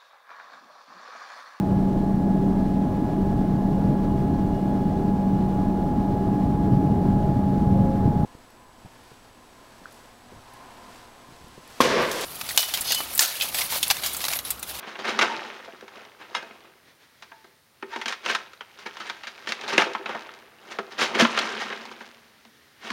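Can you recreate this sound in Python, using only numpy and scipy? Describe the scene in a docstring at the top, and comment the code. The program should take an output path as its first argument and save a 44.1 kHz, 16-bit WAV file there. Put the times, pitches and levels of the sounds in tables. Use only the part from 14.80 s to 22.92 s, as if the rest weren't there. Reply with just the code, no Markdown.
"""In a shed, close to one microphone: baked coal is worked loose in a metal can and tipped onto plastic.
Lumps crack, crush and slide in bursts; crumbs tick onto the plastic sheet after them.
The can booms and clinks when knocked, grates when coal rubs its wall and hums as lumps roll in it.
Near walls add a short, dull reverberation; between bursts, handling rustles over still air."""
import sys
import numpy as np
from scipy import signal
from scipy.fft import rfft, irfft
from scipy.io import wavfile
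from scipy.ndimage import uniform_filter1d

SR = 44100
rng = np.random.default_rng(int(sys.argv[2]) if len(sys.argv) > 2 else 0)


def wav_record(signal):
    """Record a signal, one row per channel, as 16-bit PCM in the file named by sys.argv[1]."""
    frames = np.transpose(np.atleast_2d(signal))
    bounded = np.clip(frames, -1, 1)
    # unit amplitude maps onto the largest positive 16-bit level
    quanta = np.round(bounded * 32767).astype(np.int16)
    wavfile.write(sys.argv[1], SR, quanta)


N = 358091
TIME = np.arange(N) / SR

# spectrum of breaking coal: frequency_hz, density_db
COAL_SPECTRUM = [(30, -59.5), (70, -39), (120, -12), (165, -10), (210, 0), (290, -6), (420, -1), (650, -4),
                 (1250, 5), (2600, -1.5), (3800, -9.5), (6100, -15.5), (9000, -29.5), (16000, -45)]


def cracking_lumps(body_db, grit_db, hiss_db, first_break, thud_linger, lump_ring):
    """A lump cracks: a sharp break, a dying spray of splinters and five short modes of its own."""
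    # single lumps snapping or landing: start_s, grit_db, body_db, hiss_db, t60_s
    cracks = [(.027, -26, -41, -52, 0.106), (.074, -35.5, -32.5, -47, 0.0345),
              (.155, -20, -49.5, -50, .028), (.19, -23.5, -30.5, -36.5, 0.24),
              (.39, -1, -18.5, -17.5, 0.0624), (.412, -4, -28.5, -20.5, 0.061),
              (.498, -24, -35, -42.5, 0.034), (0.767, -34, -52.5, -52, 0.041),
              (.848, -35, -53.5, -44.5, 0.042), (0.879, -36.5, -34.5, -64.5, 0.0355),
              (.934, -35.5, -36.5, -66, 0.068), (1.01, -30, -49.5, -44, 0.021),
              (1.025, -33, -36, -65.5, 0.048), (1.08, -27, -56.5, -46.5, 0.044),
              (1.251, -37.5, -47.5, -44.5, 0.034), (1.545, -24.5, -47.5, -48, 0.0254),
              (1.549, -7.5, -32, -26, 0.0395), (1.627, -28.5, -34.5, -45, 0.039),
              (1.709, -28, -39, -68.5, 0.026), (2.423, -27, -49.5, -41, 0.093),
              (2.517, -31, -49, -57.5, 0.051), (2.643, -36, -47, -54, 0.063),
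              (3.025, -17, -31.5, -45, 0.051), (3.161, -14.5, -28.5, -34, 0.0555),
              (3.214, -16, -48.5, -32, 0.08), (3.258, -14, -33, -24, 0.0515),
              (3.281, -16.5, -55, -23, 0.0365), (3.324, -13.5, -48, -28.5, 0.065),
              (3.461, -10.5, -28, -26.5, .037), (3.498, -8, -35, -24.5, 0.038),
              (3.549, -6, -35.5, -21, 0.0638), (3.733, -29, -49.5, -45, 0.045),
              (3.808, -18, -39.5, -40, 0.066), (3.988, -32, -47, -42.5, 0.22),
              (4.063, -34, -41, -53, 0.027), (4.169, -23, -51.5, -37, 0.043),
              (4.201, -18.5, -39, -36.5, 0.127), (4.298, -13.5, -36.5, -27.5, 0.043),
              (4.435, -22, -47, -38, 0.107), (4.47, -19.5, -42.5, -33.5, 0.113),
              (4.672, -14.5, -32.5, -31, .086), (4.69, -33.5, -29.5, -25, 0.031),
              (4.721, -10, -36.5, -21, 0.0376), (4.811, -23.5, -48.5, -32.5, 0.056),
              (4.836, -22, -30, -36.5, 0.092), (4.879, -24.5, -32.5, -27, 0.085),
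              (4.931, -19.5, -22, -28, 0.082), (4.979, 3.5, -8.5, -12, 0.035), (4.992, -9, -30, -26, 0.058),
              (5.02, -1, -17, -21.5, 0.0145), (5.134, -36, -45, -33, 0.028),
              (5.15, -9, -25.5, -38.5, 0.057), (5.259, -11.5, -31, -36, 0.045),
              (5.293, -22.5, -25, -38, 0.0496), (5.348, -17.5, -25.5, -48, 0.062),
              (5.491, -22.5, -55, -54.5, .02), (5.987, -12.5, -18.5, -34, 0.0584),
              (6.395, -6.5, -15, -22, 0.081), (6.406, -5.5, -16.5, -38, 0.0285),
              (6.45, 0.5, -17, -47.5, 0.0405), (6.575, -3.5, -47.5, -24, 0.036),
              (6.589, -11.5, -46, -16, 0.0424), (6.901, -18.5, -34.5, -52.5, 0.13),
              (6.925, -14.5, -31.5, -58, 0.042), (7.053, -28, -36, -38.5, 0.042),
              (7.114, -25.5, -36.5, -42, 0.086), (7.209, -23.5, -38, -50.5, .035),
              (7.65, -41, -47, -48, 0.046), (8.103, -13, -58, -29.5, 0.074)]
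    t, out = TIME[:SR // 8], np.zeros(N)
    sprays = []
    for *_, t60 in cracks:
        spray = rng.standard_normal(len(t)) * from_db(-60 * t / t60)
        spray[0] += first_break * rng.choice([-1, 1])
        pitches = 800 * 2 ** rng.uniform(0, 2.6, 5)
        modes = sum(resonate(spray, hz, width_hz=230) for hz in pitches)
        sprays.append(spray + lump_ring * modes)
    breaks = butterworth(colour(np.concatenate(sprays), COAL_SPECTRUM), 2, 167, "high")
    bands = [band.reshape(len(cracks), -1) for band in registers(breaks)]
    for (s, crack, thud, snap, t60), body, grit, hiss in zip(cracks, *bands):
        body = body * (1 + thud_linger * t / t60)
        for band, db in ((body, thud + body_db), (grit, crack + grit_db), (hiss, snap + hiss_db)):
            add(out, s, band / local_rms(band, .004).max() * from_db(db))
    return out


def crushing_clumps(body_db, hiss_db, dust_db):
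    """A clump gives way in a rush of fractures. Returns the crunch and its rubbing on the can's wall."""
    # crumbling clumps: peak_s, level_db, decay_s, brightness_db, rubbing_db
    crushes = [(0.088, -42.5, 0.0438, 4.5, -24), (0.254, -29.5, 0.0175, 1, -22),
               (0.293, -28.5, .027, 5.5, -17.5), (0.425, -19.5, 0.0178, 3.5, -14),
               (1.419, -46, 0.0318, 0.5, -16.5), (1.569, -37.5, 0.0165, 8, 7.5),
               (3.136, -45, 0.0424, 7.5, 8), (3.295, -36.5, 0.0296, 11, -1),
               (3.46, -38, 0.0254, 9.5, -10.5), (3.506, -31.5, 0.0363, 9.5, -1),
               (4.067, -34.5, 0.0127, 3, -10.5), (4.275, -46, 0.0526, 9.5, 4.5),
               (4.701, -40.5, 0.0368, 13.5, -4.5), (4.896, -34, 0.027, 9.5, -11),
               (4.937, -29.5, 0.0222, -1.5, -17), (5.008, -24, 0.0313, 3.5, -11),
               (5.304, -37.5, 0.0516, -3, -14), (5.92, -41, 0.0228, 8, -8),
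               (6.125, -44.5, 0.0252, 7.5, -16), (6.195, -31.5, 0.0199, 9, -11),
               (6.227, -24.5, 0.0328, 8.5, -24.5), (6.355, -26.5, 0.0157, 2.5, -23.5),
               (6.409, -18.5, 0.02894, 7.5, -30.5), (6.579, -34, 0.031, 1.5, -10.5),
               (6.815, -37, 0.031, 9, 5), (7.22, -47, 0.0235, 2, -15.5), (8.079, -42, 0.081, 7.5, -3)]
    fractures = registers(grains(per_s=9000, spread_db=3.0, sharpness=7.07, tick=0.897))
    body, grit, hiss = (band / local_rms(band, 0.034) for band in fractures)
    dust = rms_one(butterworth(rng.standard_normal(N), 2, 8000, "high"))
    force, brightness, rubbing = np.zeros((3, N))
    t = TIME[:SR // 2] - .15   # zero at the peak
    for s, db, decay_s, bright_db, wall_db in crushes:
        rise_s = 0.614 * decay_s
        swell = from_db(db) * np.exp(-np.where(t < 0, (t / rise_s) ** 2, t / decay_s))
        swell = np.interp(TIME, s + t, swell, left=0, right=0)
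        force += swell
        brightness += swell * from_db(bright_db)
        rubbing += swell * from_db(wall_db)
    treble = from_db(hiss_db) * hiss + from_db(dust_db) * dust
    return force * (grit + from_db(body_db) * body) + brightness * treble, rubbing * grit


def sliding_heaps(gain_db, tumble_db):
    """Fine crumbs slide along the can while a few larger pieces roll over them."""
    # heaps slipping: peak_s, level_db, swell_s, fade_s, body_db, hiss_db (the last two against the grit)
    slides = [(0.04, -48.5, -1.79, -0.35, -3.5, -12.5), (0.46, -33, 0.3961, 0.4549, -3.5, -7),
              (1.16, -47, 0.08, 0.2748, -2, -8), (1.56, -48.5, 0.23, .5, -0.5, -6),
              (1.85, -56, 0.02, 0.1, 2, -12), (3.2, -48, 0.2129, 0.27, -4.5, -3.5),
              (3.48, -42.5, 0.0968, 0.2865, -4.5, -4), (4.22, -47, 0.5272, .5, -7.5, -4),
              (4.62, -51, 0.58, 0.55, -7, -3), (4.97, -35.5, 0.35, 0.3417, -4, -8),
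              (5.32, -43.5, 0.21, 0.5265, -2.5, -11), (5.9, -49, 0.1678, 0.42, 0.5, -4),
              (6.38, -35.5, 0.2245, 0.18, 3.5, -17.5), (6.6, -31.5, 0.36, .5, -4, -5),
              (6.82, -41, 0.36, .5, -2.5, -7), (8.11, -53, -5.4, -0.13, -12, -5)]
    fine = grains(per_s=3500, spread_db=3.0, sharpness=5.25, tick=1.0)
    tumbling = grains(per_s=330, spread_db=3.5, sharpness=5.0, tick=0.37, top_hz=4005)
    power = np.zeros((3, N))
    for s, db, swell_s, fade_s, body_db, hiss_db in slides:
        slip = swell_and_fade(s, db + gain_db, swell_s, fade_s)
        power += np.outer(from_db([body_db, 0, hiss_db]), slip) ** 2
    bands = registers(fine + from_db(tumble_db) * tumbling)
    return sum(band / local_rms(band, 0.074) * flow for band, flow in zip(bands, np.sqrt(power)))


def grains(per_s, spread_db, sharpness, tick, top_hz=10000):
    """Random contacts of uneven size: each is a tick plus the brief ring of one coal fragment."""
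    sizes = from_db(spread_db * np.minimum(rng.exponential(1, N), 4.0)) * rng.choice([-1, 1], N)
    clicks = sizes * (rng.random(N) < per_s / SR)
    pitches = np.geomspace(300, top_hz, 22)
    fragment = rng.integers(0, len(pitches), N)
    rings = sum(resonate(clicks * (fragment == k), hz, hz / sharpness) for k, hz in enumerate(pitches))
    return colour(rms_one(rings) + tick * rms_one(clicks), COAL_SPECTRUM)


def ringing_can(push, knock_db):
    """Each blow wakes the modes near its own pitch; coal pushing on the wall drives all of them."""
    # modes of the can's wall and the air in it: pitch_hz, level_db, t60_s
    modes = [(219.2, -8, 0.082), (227.67, -2.5, 0.2015), (340.8, 0.5, 0.094), (382.7, 2.5, 0.19),
             (407, -6.5, 0.43), (495.6, -2.5, 0.253), (669.2, -3, 0.18), (766, -29.5, 0.37),
             (882.5, -6, 0.5), (929.6, -2.5, 0.235), (1290, -17, 0.6), (1379.8, -2, 0.117),
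             (1577.2, 3.5, 0.049), (1688, 5, .2), (1833.4, 4, 0.055), (2098.3, 2, 0.054), (2249, -1, 0.1),
             (2520, 0, 0.39), (2848, 2, 0.21), (3290, -4.5, 0.19), (3776, -6, 0.099), (3849, 2.5, 0.052),
             (5100, -6, 0.075), (5220, -11, 0.15), (5305, -11, 0.12), (6403, -15, 0.15),
             (6500, -13.5, 0.13), (9110, -12.5, 0.16)]
    # blows on the can: start_s, level_db, centre_hz, reach_octaves
    knocks = [(0.249, -34.5, 243, 0.99), (0.39, -27, 2930, 0.196), (0.417, -28.5, 265, 0.234),
              (0.499, -23, 943, 0.19), (0.877, -35.5, 660, 0.18), (1.023, -49, 407, 1.2),
              (1.549, -39.5, 1090, 0.59), (1.552, -28, 4675, 1.29), (1.627, -36.5, 709, 0.325),
              (2.517, -42, 971, 0.69), (2.643, -54, 426, 0.79), (3.026, -33.5, 338.5, 0.6),
              (3.128, -28.5, 933, 0.19), (3.159, -28, 294.7, 0.384), (4.064, -47.5, 372, 0.68),
              (4.931, -28, 324, 1.18), (4.98, -31.5, 402, 1.3), (5.066, -29, 450, 1.25),
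              (5.15, -32, 1152, 0.436), (5.196, -37, 400, 0.81), (5.988, -32, 482, 0.64),
              (6.35, -26.5, 272, 0.55), (6.42, -8, 225.8, 0.433), (7.653, -43.5, 228, 0.36),
              (8.041, -34.5, 210, 0.665), (8.104, -30.5, 222, 0.53)]
    t, out = TIME[:SR // 2], np.zeros(N)
    pitches, mode_db, _ = np.transpose(modes)
    rings = np.array([np.cos(2 * np.pi * hz * t) * from_db(-60 * t / t60) for hz, _, t60 in modes])
    for s, db, centre_hz, reach in knocks:
        nearness = np.exp(-(np.log2(pitches / centre_hz) / reach) ** 2)
        strength = from_db(db + knock_db + mode_db) * nearness
        blow = (strength * rng.choice([-1, 1], len(modes))) @ rings
        contact_hz = [.65 * centre_hz, 2 * centre_hz]   # dull blows build up slowly
        add(out, s, butterworth(blow, 4, contact_hz, "band"))
    for hz, db, t60 in modes:
        out += from_db(db) * resonate(push, hz, width_hz=np.log(1000) / (np.pi * t60))
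    return out


def hollow_hum(pitch_hz, width_hz):
    """The air in the tipped can, kept ringing by rolling lumps."""
    # lumps rolling: peak_s, level_db, swell_s, fade_s
    rolls = [(0.36, -43.5, 0.22, 0.3), (6.85, -48.5, 0.81, 0.55)]
    hum = resonate(rng.standard_normal(N), pitch_hz, width_hz)
    hum = resonate(hum, pitch_hz, 2 * width_hz)
    return hum / local_rms(hum, 0.42) * sum(swell_and_fade(*roll) for roll in rolls)


def crumbs_on_sheet(per_s, spread_db, fade_db_per_s):
    """Lone crumbs hit the taut plastic, each a dry tick, growing lighter as a shower goes on."""
    # showers of crumbs after a fall: start_s, length_s, peak_db
    showers = [(0.7, 0.8, -42), (1.62, .3, -39), (5.338, .27, -26.5), (6.648, .75, -24)]
    clicks = np.zeros(N)
    for s, length_s, db in showers:
        landing = (TIME > s) & (TIME < s + length_s) & (rng.random(N) < per_s / SR)
        sizes = from_db(db - fade_db_per_s * np.abs(TIME - s) - spread_db * rng.random(N))
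        clicks += landing * sizes * rng.choice([-1, 1], N)
    sheet = signal.butter(3, [600, 5200], "band", fs=SR, output="sos")
    tick_height = np.abs(signal.sosfilt(sheet, signal.unit_impulse(SR // 100))).max()
    return signal.sosfilt(sheet, clicks + 1e-18) / tick_height


def handling_rustle(stroke_db, floor_db):
    """Sleeve and hands brush the can in smooth strokes over a faint rustle that never stops."""
    # strokes: peak_s, level_db, half_length_s
    brushes = [(1.0, -58.5, 0.65), (2.092, -54.5, 0.0447), (2.232, -56.5, 0.0337), (2.507, -55.5, 0.27),
               (4.099, -61.5, 0.63), (5.6, -62.5, 0.49), (7.847, -56.5, 0.93)]
    # spectrum of the rustle: frequency_hz, density_db
    spectrum = [(60, -25), (200, -4.5), (400, -4), (800, -9), (1300, -6), (1900, -2), (2600, -8.5),
                (4000, -9), (6000, -15), (10000, -37)]
    strokes = sum(from_db(db + stroke_db) * np.exp(-((TIME - s) / half) ** 2) for s, db, half in brushes)
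    return np.hypot(strokes, from_db(floor_db)) * rms_one(colour(rng.standard_normal(N), spectrum))


def shed(x, t60_s, wall_hz, wet_db, first_echo_s):
    """The direct sound plus scattered reflections from near walls, dull and soon gone."""
    t = TIME[:SR // 2]
    tail = rng.standard_normal(len(t)) * from_db(-60 * t / t60_s) * (t > first_echo_s)
    tail = butterworth(rms_one(tail) / np.sqrt(len(t)), 1, wall_hz, "low")
    return x + from_db(wet_db) * signal.oaconvolve(x, tail)[:N]


def still_air(level_db):
    """Room tone: a steady low rush with a faint hiss."""
    # spectrum of the air: frequency_hz, density_db
    spectrum = [(15, -52), (25, -12.5), (64, -2.5), (141, 0), (180, -2), (285, -6), (326, -11), (439, -7.5),
                (695, -8), (2760, -14), (4250, -11), (5730, -14.5), (6740, -16.5), (7710, -15),
                (16000, -17)]
    return from_db(level_db) * rms_one(colour(rng.standard_normal(N), spectrum))


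def from_db(db):
    """Decibels to gain."""
    return 10 ** (np.asarray(db) / 20)


def rms_one(x):
    """Scale to unit power."""
    return x / np.sqrt(np.mean(x ** 2) + 1e-20)


def local_rms(x, seconds):
    """Running level over a short window."""
    return np.sqrt(np.abs(uniform_filter1d(x * x, int(seconds * SR), mode="constant")) + 1e-14)


def add(out, s, sound):
    """Mix a sound in at time s."""
    at = round(s * SR)
    out[at:at + len(sound)] += sound[:N - at]


def swell_and_fade(s, db, swell_s, fade_s):
    """Gain rising 20 dB per swell_s to time s, then falling 20 dB per fade_s; negative times swap roles."""
    return from_db(db - 20 * np.maximum((s - TIME) / swell_s, (TIME - s) / fade_s))


def resonate(x, hz, width_hz):
    """A resonance with gain 1 at its peak."""
    r = np.exp(-np.pi * width_hz / SR)
    feedback = [1, -2 * r * np.cos(2 * np.pi * hz / SR), r * r]
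    return signal.lfilter(np.array([1, 0, -1]) * (1 - r * r) / 2, feedback, x + 1e-18)


def butterworth(x, order, hz, kind):
    """Low-, band- or high-pass filter."""
    return signal.sosfilt(signal.butter(order, hz, kind, fs=SR, output="sos"), x)


def registers(x):
    """Split into low body, middle grit and high hiss."""
    cuts = [(700, "low"), ([700, 3500], "band"), (3500, "high")]
    return [butterworth(x, 4, hz, kind) for hz, kind in cuts]


def colour(x, spectrum, size=2048):
    """Causal (minimum-phase) filter with the given spectrum."""
    hz, db = np.transpose(spectrum)
    grid = np.maximum(np.fft.rfftfreq(size, 1 / SR), 1)
    gain = from_db(np.interp(np.log(grid), np.log(hz), db))
    cepstrum = irfft(np.log(gain))
    cepstrum[1:size // 2] *= 2
    cepstrum[size // 2 + 1:] = 0
    return signal.oaconvolve(x, irfft(np.exp(rfft(cepstrum))))[:len(x)]


def scene():
    """Coal drives the can; both sound in the shed with the crumbs, over rustle and room tone."""
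    crunch, rubbing = crushing_clumps(body_db=-6.0, hiss_db=-10.5, dust_db=-34)
    coal = crunch + sliding_heaps(gain_db=-1.0, tumble_db=-5.0)
    coal += cracking_lumps(body_db=-6.5, grit_db=-15.5, hiss_db=-5.0,
                           first_break=2.74, thud_linger=0.53, lump_ring=0.76)
    wall_push = from_db(-7.0) * coal + from_db(2.0) * rubbing
    can = ringing_can(wall_push, knock_db=-2.0) + hollow_hum(pitch_hz=227.4, width_hz=24.1)
    crumbs = crumbs_on_sheet(per_s=100, spread_db=16.5, fade_db_per_s=13.5)
    air = still_air(level_db=-62.5)
    room = shed(coal + can + crumbs, t60_s=0.393, wall_hz=5200, wet_db=-12.5, first_echo_s=0.0065)
    return (room + handling_rustle(stroke_db=-2.5, floor_db=-71) + air)[None]


def record(dry):
    """The microphone rounds the loudest peaks, notches the treble and cuts the deep bass and the top."""
    rounded = .9 * np.tanh(dry / .9)
    notched = signal.lfilter(*signal.iirnotch(7720, Q=22, fs=SR), rounded)
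    thinned = butterworth(notched, 1, 50, "high")
    return signal.sosfilt(signal.ellip(10, .1, 70, 16000, fs=SR, output="sos"), thinned)


dry = scene()
out = record(dry)
wav_record(out)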